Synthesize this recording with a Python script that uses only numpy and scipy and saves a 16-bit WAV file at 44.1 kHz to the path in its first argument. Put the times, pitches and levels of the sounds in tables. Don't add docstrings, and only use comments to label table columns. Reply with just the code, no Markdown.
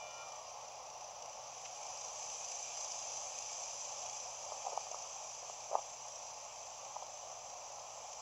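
import sys
import numpy as np
from scipy import signal
from scipy.fft import rfft, irfft, next_fast_len
from scipy.io import wavfile
from scipy.ndimage import uniform_filter1d, map_coordinates

SR = 44100
rng = np.random.default_rng(int(sys.argv[2]) if len(sys.argv) > 2 else 0)


def int16_out(signal):
    q = np.round(np.clip(np.atleast_2d(signal).T, -1, 1) * 32767)
    wavfile.write(sys.argv[1], SR, q.astype(np.int16))


N = 362184
TIME = np.arange(N) / SR

# (time [s], level [dB], pitch [Hz], rise time [s])
TOUCHES = [(4.5195, -30.5, 700, 0.00061), (4.524, -42, 600, 0.0013), (4.65, -47, 820, 0.0017),
           (4.664, -35.5, 764, 0.0019), (4.668, -31, 770, 0.0021), (4.6805, -34.5, 740, 0.0015),
           (4.721, -38, 705, 0.0011), (4.728, -33.5, 845, 0.0012), (4.73, -34, 554, 0.002),
           (4.7745, -24.5, 785, 0.0015), (4.867, -39, 790, 0.0017), (4.913, -35, 645, 0.0023),
           (4.9435, -28, 815, 0.00043), (5.428, -39, 620, 0.0015), (5.497, -35, 720, 0.00087),
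           (5.7125, -31, 620, 0.0015), (5.73, -29, 641, 0.002), (5.7405, -30, 620, 0.0022),
           (5.7455, -33.5, 760, 0.0011), (5.752, -19, 734, 0.0012), (5.761, -36, 710, 0.002),
           (5.784, -39, 760, 0.001), (5.7915, -37, 680, 0.0012), (6.9595, -38.5, 960, 0.0015),
           (6.9645, -33.5, 880, 0.0015), (7.023, -34, 780, 0.0013), (7.027, -44, 800, 0.0013),
           (7.783, -37, 780, 0.0013)]


def amp(db):
    return 10 ** (np.asarray(db) / 20)


def unit(x):
    return x / np.sqrt(np.mean(x ** 2) + 1e-20)


def curve(points):
    return np.interp(TIME, *np.transpose(points))


def bell(x, centre, width):
    return np.exp(-.5 * ((x - centre) / width) ** 2)


def wobble(rate):
    return map_coordinates(rng.standard_normal(int(N * rate / SR) + 4), [TIME * rate])


def tone(hz):
    return np.sqrt(2) * np.sin(2 * np.pi * (np.cumsum(hz) / SR + rng.random()))


def filtered(x, response):
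    size = next_fast_len(N + SR // 2)
    return irfft(rfft(x, size) * response(np.fft.rfftfreq(size, 1 / SR)), size)[:N]


def colour(x, points):
    knots_hz, db = np.transpose(points)
    return filtered(x, lambda hz: amp(np.interp(np.log(hz + 1), np.log(knots_hz), db)))


def noise(points):
    return unit(colour(rng.standard_normal(N), points))


def patchy_noise(points, patchy_db, size=3):
    frames = signal.stft(rng.standard_normal(N), nperseg=2048)[2]
    patches = uniform_filter1d(rng.standard_normal(frames.shape), size, axis=0)
    patches = uniform_filter1d(patches, size, axis=1)
    modulated = signal.istft(frames * amp(patchy_db * np.tanh(unit(patches))))[1][:N]
    return unit(colour(modulated, points))


def train(shaft_hz=27.72, flutter_db=2.2, sheen_db=-27, emerge_at_s=1.23, emerge_for_s=0.95):
    # (frequency [Hz], relative level [dB])
    whirr_spectrum = [(200, -33), (380, -26), (520, -9), (1200, -31), (1650, -21.5), (1790, -19.5),
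                      (2020, -25), (2350, -7), (3250, -11), (3700, -16.5), (4400, -14), (5100, -3),
                      (5550, -3), (5850, 4.5), (6250, 3.5), (7100, -6), (7500, -2), (7850, -15.5),
                      (8100, -54.5)]
    sheen_spectrum = [(8400, -71), (9300, -11), (9600, -20.5), (10050, -2), (10600, -13), (11100, -11),
                      (11700, -63)]
    # (frequency [Hz], gain [dB])
    treble_shade = [(5900, 0), (6600, -5), (7200, -5), (8000, -2.5)]
    # (time [s], level [dB])
    pass_level = [(0, -53.5), (0.35, -52), (0.8, -54), (1.3, -53), (1.8, -49.5), (2.3, -46.5), (2.7, -45),
                  (3.6, -46), (4.5, -48), (5.1, -49), (5.9, -51), (6.7, -52), (7.8, -53), (8.1, -52)]
    turns = np.cumsum(shaft_hz * (1 + 0.015 * wobble(1.513))) / SR
    once_a_turn = (.5 + .5 * np.cos(2 * np.pi * turns)) ** 9
    rub = once_a_turn * (1 + .9 * wobble(25))
    flutter = unit(amp(flutter_db * rub + 0.13 * wobble(11)))
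    whirr = patchy_noise(whirr_spectrum, patchy_db=4.0)
    emerged = np.clip((TIME - emerge_at_s) / emerge_for_s, 0, 1)
    whirr = emerged * whirr + (1 - emerged) * colour(whirr, treble_shade)
    sheen = amp(sheen_db) * noise(sheen_spectrum)
    return amp(curve(pass_level)) * flutter * (whirr + sheen)


def room(waver_db=0.77, hiss_db=-63):
    # (frequency [Hz], relative level [dB])
    air_spectrum = [(20, -56), (45, -30.5), (80, -19.5), (200, -25), (320, -31.5), (410, -19.5), (520, -6),
                    (603, 0.35), (645, -2.5), (700, 0.5), (758, 2.3), (790, -1), (845, 3.5), (905, -2.5),
                    (965, -5.5), (1040, -3), (1085, -5.5), (1135, -5.5), (1240, -11.5), (1310, -13),
                    (1420, -22), (2600, -61)]
    hiss_spectrum = [(20, -8), (200, -5), (1700, -2.5), (2600, 4), (4000, -1.5), (7000, 2.5), (8300, -53),
                     (12000, -23), (14600, -16.5), (15700, -20)]
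    # (time [s], level [dB])
    air_level = [(0, -51.8), (2.5, -51.7), (4.7, -51.5), (5.4, -53.5), (6.1, -54), (6.8, -52.5),
                 (8.2, -52.5)]
    # (frequency [Hz], rms level [dB])
    hum_partials = [(60, -83), (120, -78.5)]
    air = amp(curve(air_level) + waver_db * wobble(16)) * patchy_noise(air_spectrum, patchy_db=1.5)
    hum = sum(amp(db) * tone(hz + 0.26 * wobble(3.6)) for hz, db in hum_partials)
    return air + hum + amp(hiss_db) * noise(hiss_spectrum)


def singing_metal(beat_hz=5.9, beat_crest_s=0.05, waver_db=0.3):
    # (frequency [Hz], level at release [dB], release time [s],
    # swell until release [dB/s], t60 [s], beat depth [dB])
    modes = [(604, -62, 0.17, 0, 0.7, 0), (1383, -58.7, 0.225, 60, 0.25, 0), (1868, -77.5, 0.42, 0, 0.4, 0),
             (2383, -61.7, 0.25, -10, 0.8, 2.8), (2935, -64.7, 0.22, 0, 0.25, 1),
             (3517, -73, 0.24, 0, 0.3, 0)]
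    singing = np.zeros(N)
    for hz, db, release_s, swell, t60, beat_db in modes:
        slope = np.where(TIME < release_s, swell, -60 / t60)
        beat = np.cos(2 * np.pi * beat_hz * (np.minimum(TIME, release_s) - beat_crest_s))
        level_db = db + slope * (TIME - release_s) + beat_db * beat - waver_db * wobble(20)
        singing += amp(level_db) * tone(hz * (1 + 0.0017 * wobble(30)))
    return singing


def squeak(rest_hz=1018, top_hz=1310, top_s=0.18, loudest_s=0.48, level_db=-62, jitter=0.006):
    hz = rest_hz + (top_hz - rest_hz) * bell(TIME, top_s, width=0.16)
    swell = bell(TIME, loudest_s, width=np.where(TIME < loudest_s, 0.26, 0.062))
    return amp(level_db) * swell * tone(hz * (1 + jitter * wobble(66.0)))


def rail_joint():
    # (time [s], level [dB], Gaussian width [s])
    crossings = [(1.659, -46.5, 0.0077)]
    # (frequency [Hz], relative level [dB])
    scrape_spectrum = [(300, -50), (1200, -18), (2000, -3), (2900, 4), (3600, -3), (4400, -11), (5200, -3),
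                       (6000, 10), (7600, -12), (8400, -50)]
    stroke = sum(amp(db) * bell(TIME, at_s, width) for at_s, db, width in crossings)
    return stroke * noise(scrape_spectrum)


def creaks(count=3, relative_db=-23.5, spread_s=0.018, scatter_db=6.5, detune=0.061):
    chance = rng.standard_normal((len(TOUCHES), count, 3))
    return [(at_s + spread_s * late, db + relative_db + scatter_db * loud, hz * np.exp(detune * high), rise)
            for (at_s, db, hz, rise), ticks in zip(TOUCHES, chance)
            for late, loud, high in ticks]


def clicks(click_db=-1.0, build_up_s=0.0022, scuff_db=-27, scuff_decay_s=0.021):
    # (frequency [Hz], relative level [dB], t60 [s])
    shell_modes = [(607, -18, 0.055), (794, -40, 0.039), (1070, -21, 0.036), (1236, -19, 0.037)]
    # (frequency [Hz], gain [dB])
    shell_response = [(150, -39), (280, -27), (420, -5.5), (800, 2.5), (1250, 0.5), (1500, -26),
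                      (2200, -23), (4000, -61)]
    # (frequency [Hz], relative level [dB])
    scuff_spectrum = [(150, -36), (280, -21), (400, -5.5), (650, 9), (1150, 2), (1450, -15), (2200, -26),
                      (4000, -67)]
    knocks, scuff_envelope = np.zeros(N), np.zeros(N)
    t = np.arange(SR // 16) / SR
    for at_s, db, hz, rise in [*TOUCHES, *creaks()]:
        pulse = (t / rise * np.exp(1 - t / rise)) ** 2
        swing = pulse * np.cos(2 * np.pi * hz * (t - rise))
        ring = sum(amp(mode_db - 60 * t / t60) * np.cos(2 * np.pi * mode_hz * (t - rise))
                   for mode_hz, mode_db, t60 in shell_modes)
        ring *= 1 - np.exp(-t / rise)
        start = round((at_s + build_up_s - rise) * SR)
        knocks[start:][:len(t)] += amp(db + click_db) * (swing + ring)
    for at_s, db, _, _ in TOUCHES:
        scuff_envelope += amp(db + scuff_db) * np.exp(-np.abs(TIME - at_s - build_up_s) / scuff_decay_s)
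    return colour(knocks, shell_response) + scuff_envelope * noise(scuff_spectrum)


def scene():
    return (train() + rail_joint() + singing_metal() + squeak() + clicks() + room())[None]


def record(dry, notch_hz=5360, notch_width_hz=50, notch_db=-13, top_hz=15700):
    notch = lambda hz: amp(notch_db * bell(hz, notch_hz, notch_width_hz))
    return filtered(dry[0], lambda hz: notch(hz) * (hz < top_hz))[None]


dry = scene()
out = record(dry)
int16_out(out)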